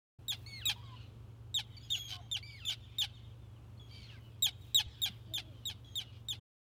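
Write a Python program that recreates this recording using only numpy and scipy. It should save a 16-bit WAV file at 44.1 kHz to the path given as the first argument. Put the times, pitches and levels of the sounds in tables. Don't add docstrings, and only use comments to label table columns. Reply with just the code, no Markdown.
import sys
import numpy as np
from scipy import signal
from scipy.fft import rfft, irfft
from scipy.io import wavfile
from scipy.ndimage import uniform_filter1d

SR = 44100
rng = np.random.default_rng(int(sys.argv[2]) if len(sys.argv) > 2 else 0)


def master_out(mix):
    frames = np.transpose(np.atleast_2d(mix))
    ceiling = np.clip(frames, -1, 1)
    pcm = np.round(ceiling * 32767).astype(np.int16)
    wavfile.write(sys.argv[1], SR, pcm)


def nominal_scale(level):
    x = np.asarray(level, float) / 20
    return 10 ** x


N = 298998
TIME = np.arange(N) / SR

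# start in seconds, level in dB, pitch in Hz, whistle length in seconds,
# rasp level in dB.
KIPS = [(0.2826, -28, 3792, 0.04, -2.5), (0.6556, -24.5, 3836, .043, -3), (1.5432, -24.5, 3797, 0.043, -7),
        (1.9040, -27.5, 3686, 0.053, -10.5), (2.3149, -29, 3610, 0.051, -9.5),
        (2.6527, -30.5, 3580, 0.047, -4), (2.6790, -27.5, 3585, .042, -11),
        (2.9850, -25, 3704, 0.048, -6.5), (4.4236, -21, 3828, 0.043, -6), (4.7465, -18.5, 3828, 0.048, -11),
        (5.0190, -24.5, 3768, .041, -4), (5.3383, -28.5, 3655, 0.041, -3.5), (5.6550, -30, 3823, 0.043, -6),
        (5.9560, -29, 3724, 0.045, -7.5), (6.2860, -29.5, 3730, 0.043, -7)]
# time in seconds, near wall delay in ms, house front delay in ms,
# house front level in dB, brightness from the beak's aim in dB per multiple.
HOVER = [(.28, 5.4, 198, -25.5, 1.5), (.65, 5.84, 196, -29, 2.5), (1.54, 4.76, 175, -28, -2),
         (1.9, 6.9, 166, -30, -3.5), (2.32, 4.7, 155, -21, -2.5), (2.65, 3.17, 156, -23, -2),
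         (2.99, 6.2, 152, -26, 0), (4.42, 5.7, 188, -32.5, 2.5), (4.75, 7.1, 213, -39.5, 0.5),
         (5.02, 6.8, 200, -46, 2), (5.34, 6.7, 210, -42, 0.5), (5.66, 6.9, 210, -36, 0),
         (5.96, 5.6, 210, -39, -0.5), (6.29, 6.3, 197, -40, 0)]
# multiple of the pitch, level in dB.
WHISTLE_OVERTONES = [(1, 0), (2, -12), (3, -22), (4, -18)]
# frequency in Hz, level in dB.
RASP_COLOUR = [(350, -43), (600, -12.5), (866, -10.5), (1560, -11.5), (3380, 3), (5220, -9.5), (6490, -20),
               (7640, -23), (9370, -22), (12100, -27.5), (15500, -30)]
# start in seconds, held length in seconds, pitch in Hz, level in dB,
# first multiple over the second in dB.
KEEARS = [
    (.462, 0.12, 2271, -55, 0),
    (2.427, .137, 2377, -59.5, 0),
    (3.91, .14, 2363, -64.5, -5),
]
# frequency in Hz, level in dB.
KEEAR_THROAT = [(1100, -29), (1500, -10), (2200, 0), (2700, 4), (3100, 1.5), (3600, -9.5), (4100, 0.5),
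                (4600, 0.5)]
KEEAR_UPPER_DB = [-17.5, -18.5, -24.5]
# time in seconds, pitch in Hz, effort in dB.
LONG_KEE = [
    (1.896, 2690, -57.5),
    (1.912, 3150, -50),
    (1.93, 3400, -41.5),
    (1.97, 3330, -47.5),
    (2.09, 3247, -48.5),
    (2.11, 3124, -49),
    (2.165, 2960, -57),
]
# start in seconds, length in seconds, pitch in Hz, end pitch in Hz, level in dB.
KEES = [
    (1.812, 0.064, 3370, 3300, -62.5),
    (2.202, 0.11, 3216, 3146, -71.5),
    (3.795, .09, 3364, 3270, -65),
    (4.058, .1, 3320, 3330, -79.5),
    (5.845, 0.12, 3330, 3190, -65.5),
]
KEE_UPPER_DB = [-19, -7.5]
# start in seconds, length in seconds, pitch in Hz, end pitch in Hz, level in dB.
FAR_KEES = [
    (1.62, 0.15, 3140, 3030, -71),
    (.9, .17, 3000, 2930, -71),
    (3.35, 0.2, 3700, 3260, -83),
    (3.56, .035, 3100, 2400, -77.5),
    (3.615, .045, 3050, 2400, -81),
    (4.11, .06, 1820, 1500, -70),
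    (6.03, .17, 2950, 2800, -72),
    (3.9, 0.13, 3190, 3030, -68.5),
    (4.2, .13, 3030, 2825, -75),
    (5.44, 0.23, 3410, 2880, -73.5),
]
# start in seconds, length in seconds, pitch in Hz, end pitch in Hz, level in dB.
PIPES = [
    (.6, 0.057, 2369, 2358.5, -84),
    (1.767, 0.02, 2340, 2242, -68),
    (1.83, 0.033, 2502, 2472, -77),
    (2.461, .2, 2460, 2420, -77),
    (2.59, 0.048, 1750, 1250, -76),
    (2.645, .05, 1399, 1150, -72),
    (.652, .04, 1330.5, 1151, -66),
    (3.775, .016, 2100, 2200, -86),
    (4.125, .07, 1380, 950, -78),
    (5.115, .045, 1800, 1250, -80),
]
# start in seconds, length in seconds, level in dB.
RATTLES = [
    (2.08, .095, -46.5),
    (3.883, 0.18, -64),
    (4.09, 0.1, -67),
    (3.012, 0.028, -40.5),
    (2.7, 0.0495, -46),
]
# start in seconds, length in seconds, pitch in Hz, end pitch in Hz, level in dB.
GULLS = [
    (.76, 0.074, 956, 980, -63),
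    (0.826, 0.14, 1138, 973, -62),
    (2.11, .105, 739, 700, -64.5),
    (2.13, .07, 1082, 1060, -66),
    (2.22, 0.049, 856, 740, -67.5),
]
# time in seconds, pitch in Hz, level in dB.
COO = [
    (5.28, 310, -74),
    (5.32, 324.5, -66),
    (5.4, 323, -72),
    (5.5, 314, -72),
    (5.53, 270, -69),
    (5.6, 250, -74),
]
# frequency in Hz, level in dB.
GENERATOR_HUM = [(60, -73), (65, -62.5), (75, -69.5), (90.5, -60), (95, -61.5), (100, -73), (114.7, -54),
                 (136, -71.5), (151, -71.5), (215, -85.5)]
# frequency in Hz, level in dB per Hz.
TOWN_COLOUR = [(76, -33), (130, -6.5), (141, -18.5), (169, -19.5), (202, -15), (462, -24), (735, -30.5),
               (812, -29), (1190, -31), (1930, -41), (2720, -37.5), (3200, -37.5), (3530, -41),
               (4680, -46.5), (16000, -56)]
# time in seconds, level in dB.
UPROAR = [(.3, -100), (.38, -66.5), (.78, -60), (1.02, -61.5), (1.28, -86), (1.6, -92), (1.72, -67),
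          (2.0, -58.5), (2.39, -70.5), (2.52, -67), (3.06, -59.5), (3.62, -96), (4.02, -56.5), (4.5, -79.5),
          (4.95, -54), (5.41, -73), (6.17, -60.5), (6.3, -91)]
# middle in seconds, spread in seconds, level in dB.
RUSTLES = [(.41, 0.049, -71), (.62, 0.14, -74), (1.75, .08, -84), (2.03, 0.09, -80), (2.65, .22, -82),
           (4.22, .12, -81), (4.67, .06, -72.5), (5.1, .1, -77), (5.55, 0.2, -86), (5.9, .07, -80),
           (6.2, 0.066, -85)]
# start in seconds, level in dB, frequency in Hz.
BUMPS = [
    (.68, -50, 302.4),
    (4.863, -40, 70),
    (5.097, -44, 190),
    (5.271, -47.5, 182),
]

TRILL_HZ = 88


def scolder():
    track = np.zeros(N)
    hover_s, *paths = np.transpose(HOVER)
    for s, db, hz, whistle_s, rasp_db in KIPS:
        near_ms, far_ms, far_db, bright_db = (np.interp(s, hover_s, path) for path in paths)
        direct = nominal_scale(db - 3.5) * kip(hz, whistle_s, rasp_db, bright_db)
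        start_s = s - .001
        add(track, start_s, direct)

        wall_db = -8 - .9 * bright_db
        wall = colour(direct, [(4000, -0.5), (8000, 0), (15000, -13)])
        add(track, start_s + near_ms / 1000, nominal_scale(wall_db) * wall)

        houses = colour(direct, [(2000, -2.5), (4000, -6.5), (8000, -13), (14000, -28)])
        houses_s = s + far_ms / 1000
        add(track, houses_s, nominal_scale(far_db) * houses)
        for later, size in rng.random((40, 2)):
            add(track, houses_s + .16 * later, nominal_scale(far_db - 13.5 - 8.1 * size) * houses)
    return track


def kip(hz, whistle_s, rasp_db, bright_db):
    t = TIME[:SR // 8]
    hold_share, bend_s, fall_hz_per_s = 0.41, .004, 30100
    fall_s = bend_s * np.logaddexp(0, (t - hold_share * whistle_s) / bend_s)
    phase = 2 * np.pi * np.cumsum(np.maximum(hz - fall_hz_per_s * fall_s, .7 * hz)) / SR
    whistle = np.zeros(len(t))
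    for k, db in WHISTLE_OVERTONES:
        tilt_db = (k - 1) * (bright_db + 1.5 - 210 * fall_s)
        flutter_db = (1.18 + .5 * k) * walk(250, len(t))
        whistle += nominal_scale(db + tilt_db + flutter_db) * np.sin(k * phase)
    half_line = np.sin(phase / 2 + 2.0 * walk(900, len(t)))
    whistle *= 1 + nominal_scale(-21) * np.exp(-t / 0.0066) * half_line
    gate = np.clip(t / 0.00089, 0, 1) * np.clip((whistle_s - t) / 0.0027, 0, 1)
    swell = nominal_scale(t / whistle_s - 2.5)

    rasp_s, rasp_hz, rasp_end_hz = .032, 868.5, 700
    u = (t - whistle_s) / rasp_s
    slap_hz = hz / 3800 * (rasp_hz + (rasp_end_hz - rasp_hz) * np.clip(u, 0, 1))
    rasp = slaps(slap_hz, jitter=.036, air_share=.4)
    decay_db = -14 * np.clip(u, 0, 1) - 26 * np.clip(u - .8, 0, 9)
    shape = np.clip(u / 0.22 + 0.49, 0, 1) * nominal_scale(decay_db + 2.0 * walk(152.2, len(t)))
    return gate * swell * whistle + nominal_scale(rasp_db) * shape * rasp


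def slaps(hz, jitter, air_share):
    phase = 2 * np.pi * np.cumsum(hz * (1 + jitter * walk(500, len(hz)))) / SR
    pulses = sum(np.cos(k * phase + .3 * k ** 2) for k in range(1, 19))
    pulses = pulses * nominal_scale(3.0 * walk(400, len(hz)))
    puffs = (1 + np.cos(phase)) * rng.standard_normal(len(hz))
    return unit(colour(unit(pulses) + air_share * puffs, RASP_COLOUR))


def other_birds():
    track = np.zeros(N)
    terns = [(keear(*row), KEEAR_UPPER_DB) for row in KEEARS]
    terns += [(glide(*row, second_db=12, rough=.3), KEEAR_UPPER_DB) for row in PIPES]
    terns += [(long_kee(), KEE_UPPER_DB)]
    terns += [(glide(*row, second_db=-12, rough=0.5), KEE_UPPER_DB) for row in KEES]
    terns += [(glide(*row, second_db=-24.5, rough=.6), KEE_UPPER_DB) for row in FAR_KEES]
    for rows, upper_db in terns:
        x = cry(rows, upper_db)
        add(track, rows[0][0], x)
        add(track, rows[0][0] + 0.029, nominal_scale(-14) * x)
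    for s, length_s, db in RATTLES:
        add(track, s, nominal_scale(db) * rattle(length_s))
    for row in GULLS:
        add(track, row[0], cry(glide(*row, second_db=-17, rough=0.51), [-20]))
    add(track, COO[0][0], cry([(s, hz, db, db - 1.5, .4) for s, hz, db in COO], [-30]))
    return track


def keear(s, held_s, hz, db, first_db):
    t = np.linspace(0, held_s + .095, 48)
    drop = 1 / (1 + np.exp((held_s + .034 - t) / .011))
    scoop = 1 - .085 * np.exp(-t / .007)
    pitch = (hz * scoop - 1100 * t) * (1 - .4 * drop)
    throat_hz, throat_db = np.transpose(KEEAR_THROAT)

    def throat(f):
        return np.interp(np.log(f), np.log(throat_hz), throat_db)

    accent_db = 4 * np.exp(-t / 0.017)
    rough = .03 + .35 * drop + .035 * max(-53.5 - db, 0)
    return np.transpose([s + t, pitch, db + first_db + throat(pitch),
                         db + throat(2 * pitch) + accent_db, rough])


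def long_kee():
    s, hz, db = np.transpose(LONG_KEE)
    hoarse = .24 + (.78 - .24) * ((s - s[0]) / (s[-1] - s[0])) ** 2
    second_db = db - 8.5 - 50 * np.clip(hoarse - .45, 0, 1)
    return np.transpose([s, hz, db, second_db, hoarse])


def glide(s, length_s, hz, end_hz, db, second_db, rough):
    rows = []
    for u, end in ((0, 1), (.4, 0), (1, 1)):
        level_db = db - 1.5 * end
        rows.append((s + u * length_s, hz + u * (end_hz - hz), level_db, level_db + second_db, rough))
    return rows


def cry(rows, upper_db):
    s, *columns = np.transpose(rows)
    t = np.arange(s[0], s[-1], 1 / SR)
    hz, first_db, second_db, rough = (np.interp(t, s, c) for c in columns)
    rough = np.clip(rough, 0, 1)
    beat = np.cos(2 * np.pi * TRILL_HZ * t + 1.5 * walk(40, len(t)))
    waver = 1 + rough * (.03 * beat + .015 * walk(400, len(t)))
    phase = 2 * np.pi * np.cumsum(uniform_filter1d(hz, size=500, mode="nearest") * waver) / SR

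    far_db = 0.36 * min(max(first_db.max(), second_db.max()) + 50.5, 0)
    closing_db = -45 * (1 - hz / hz.max())
    levels = [first_db, second_db]
    for k, db in enumerate(upper_db, 3):
        throat_db = 14 * np.clip((5600 - k * hz) / 900, 0, 1)
        levels.append(second_db + db + far_db + closing_db + throat_db)
    tone = np.zeros(len(t))
    for k, db in enumerate(levels, 1):
        flutter_db = (2.5 + 2.6 * rough) * walk(60, len(t))
        tone += nominal_scale(db + 3.5 + flutter_db) * np.sin(k * phase) * (k * hz < 16000)

    hoarse = 1 + np.clip(rough - .55, 0, 1) * (2.5 * np.cos(phase / 2) + 1.2 * walk(5000, len(t)))
    ends = np.clip(np.minimum(t - s[0], s[-1] - t) / 0.0014, 0, 1)
    return tone * hoarse * (1 + 0.66 * rough * beat) * ends


def rattle(length_s):
    t = np.arange(0, length_s, 1 / SR)
    beat = np.cos(2 * np.pi * TRILL_HZ * t + 1.7 * walk(50, len(t)))
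    throb = nominal_scale(1.5 * walk(70, len(t))) + .65 * beat
    swell = np.sin(np.pi * t / length_s) ** .55
    rasp = slaps(800 - 60 * t / length_s, jitter=.06, air_share=.9)
    return swell * throb * colour(rasp, [(1200, -5), (3300, -2), (4800, 4), (8000, 1)])


def harbour(x, t60_s=1.2, wet_db=-31):
    t = TIME[:int(1.5 * SR)]
    cluster = 2.1 * np.exp(-((t - .075) / .008) ** 2)
    shape = nominal_scale(-60 * t / t60_s) * (np.clip(t / 0.028, 0, 1) + cluster)
    scatter = rng.standard_normal(len(t)) * shape * nominal_scale(1.7 * walk(60, len(t)))
    tail = colour(scatter, [(800, 6), (3000, -5.5), (7000, -14.0), (12000, -23.5)])
    return nominal_scale(wet_db) * signal.fftconvolve(x, tail / np.sqrt(np.sum(tail ** 2)))[:N]


def generator():
    lines = np.zeros(N)
    for hz, db in GENERATOR_HUM:
        level = nominal_scale(db + 2 + 1.1 * walk(6, N))
        lines += level * np.sin(2 * np.pi * hz * TIME + 0.22 * walk(3, N) + 6 * rng.random())
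    rumble = colour(rng.standard_normal(N), [(20, -46.5), (40, -1.5), (60, 5.5), (120, -1.0),
                                             (140, -10.0), (200, -41.0)])
    return lines + nominal_scale(-66.5) * unit(rumble)


def town_wash():
    return nominal_scale(-63 + 1.0 * walk(5, N)) * unit(colour(rng.standard_normal(N), TOWN_COLOUR))


def far_uproar():
    far = colour(colony(), [(1300, -15), (2200, -6), (3200, 2), (6000, -3.5)])
    return nominal_scale(np.interp(TIME, *np.transpose(UPROAR)) - 1.5) * far


def colony():
    track = np.zeros(N)
    for when, pitch, length, size in rng.random((300, 4)):
        s, hz, db = 6.4 * when, 2200 + 2400 * pitch, -8 * size
        start = (s, hz, db, db - 14.5, .9)
        end = (s + .02 + .05 * length, .82 * hz, db - 7, db - 23.0, 1)
        add(track, s, cry([start, end], []))
    return unit(0.4 * unit(track) + unit(harbour(track, t60_s=0.3)))


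def cloth():
    crackle = rng.standard_normal(N) * nominal_scale(2.0 * walk(300, N))
    rustle = colour(crackle, [(500, -21), (3000, 2.0), (8000, -5.5), (13000, -3), (15600, 2.5), (16200, -28)])
    moves = sum(nominal_scale(db) * np.exp(-.5 * ((TIME - s) / spread_s) ** 2) for s, spread_s, db in RUSTLES)
    return moves * nominal_scale(2.0 * walk(22, N)) * unit(rustle)


def bumps():
    track, t = np.zeros(N), TIME[:SR // 10]
    for s, db, hz in BUMPS:
        add(track, s, nominal_scale(db) * np.sin(2 * np.pi * hz * t) * np.exp(-t * hz / 1.6))
    return track


def colour(x, points):
    hz, db = np.transpose(points)
    bins_hz = np.fft.rfftfreq(len(x), 1 / SR)
    return irfft(rfft(x) * nominal_scale(np.interp(np.log(bins_hz + 1), np.log(hz), db)), len(x))


def unit(x):
    return x / np.sqrt(np.mean(x ** 2))


def walk(rate, size):
    k = max(int(SR / rate), 1)
    steps = np.repeat(rng.standard_normal(size // k + 1), k)
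    return unit(uniform_filter1d(uniform_filter1d(steps, k), k)[:size])


def add(track, s, x):
    i = int(s * SR)
    track[i:i + len(x)] += x[:N - i]


def scene():
    birds = scolder() + other_birds()
    background = generator() + town_wash() + far_uproar() + cloth() + bumps()
    return (birds + harbour(birds) + background)[None]


def roll_off(x):
    return signal.sosfilt(signal.butter(12, 16800, fs=SR, output="sos"), x)


def record(dry):
    fade_in = np.clip((TIME - 0.186) / 0.00634, 0, 1)
    fade_out = np.clip((6.398 - TIME) / 0.0091, 0, 1)
    return roll_off(dry * (fade_in * fade_out))


dry = scene()
out = record(dry)
master_out(out)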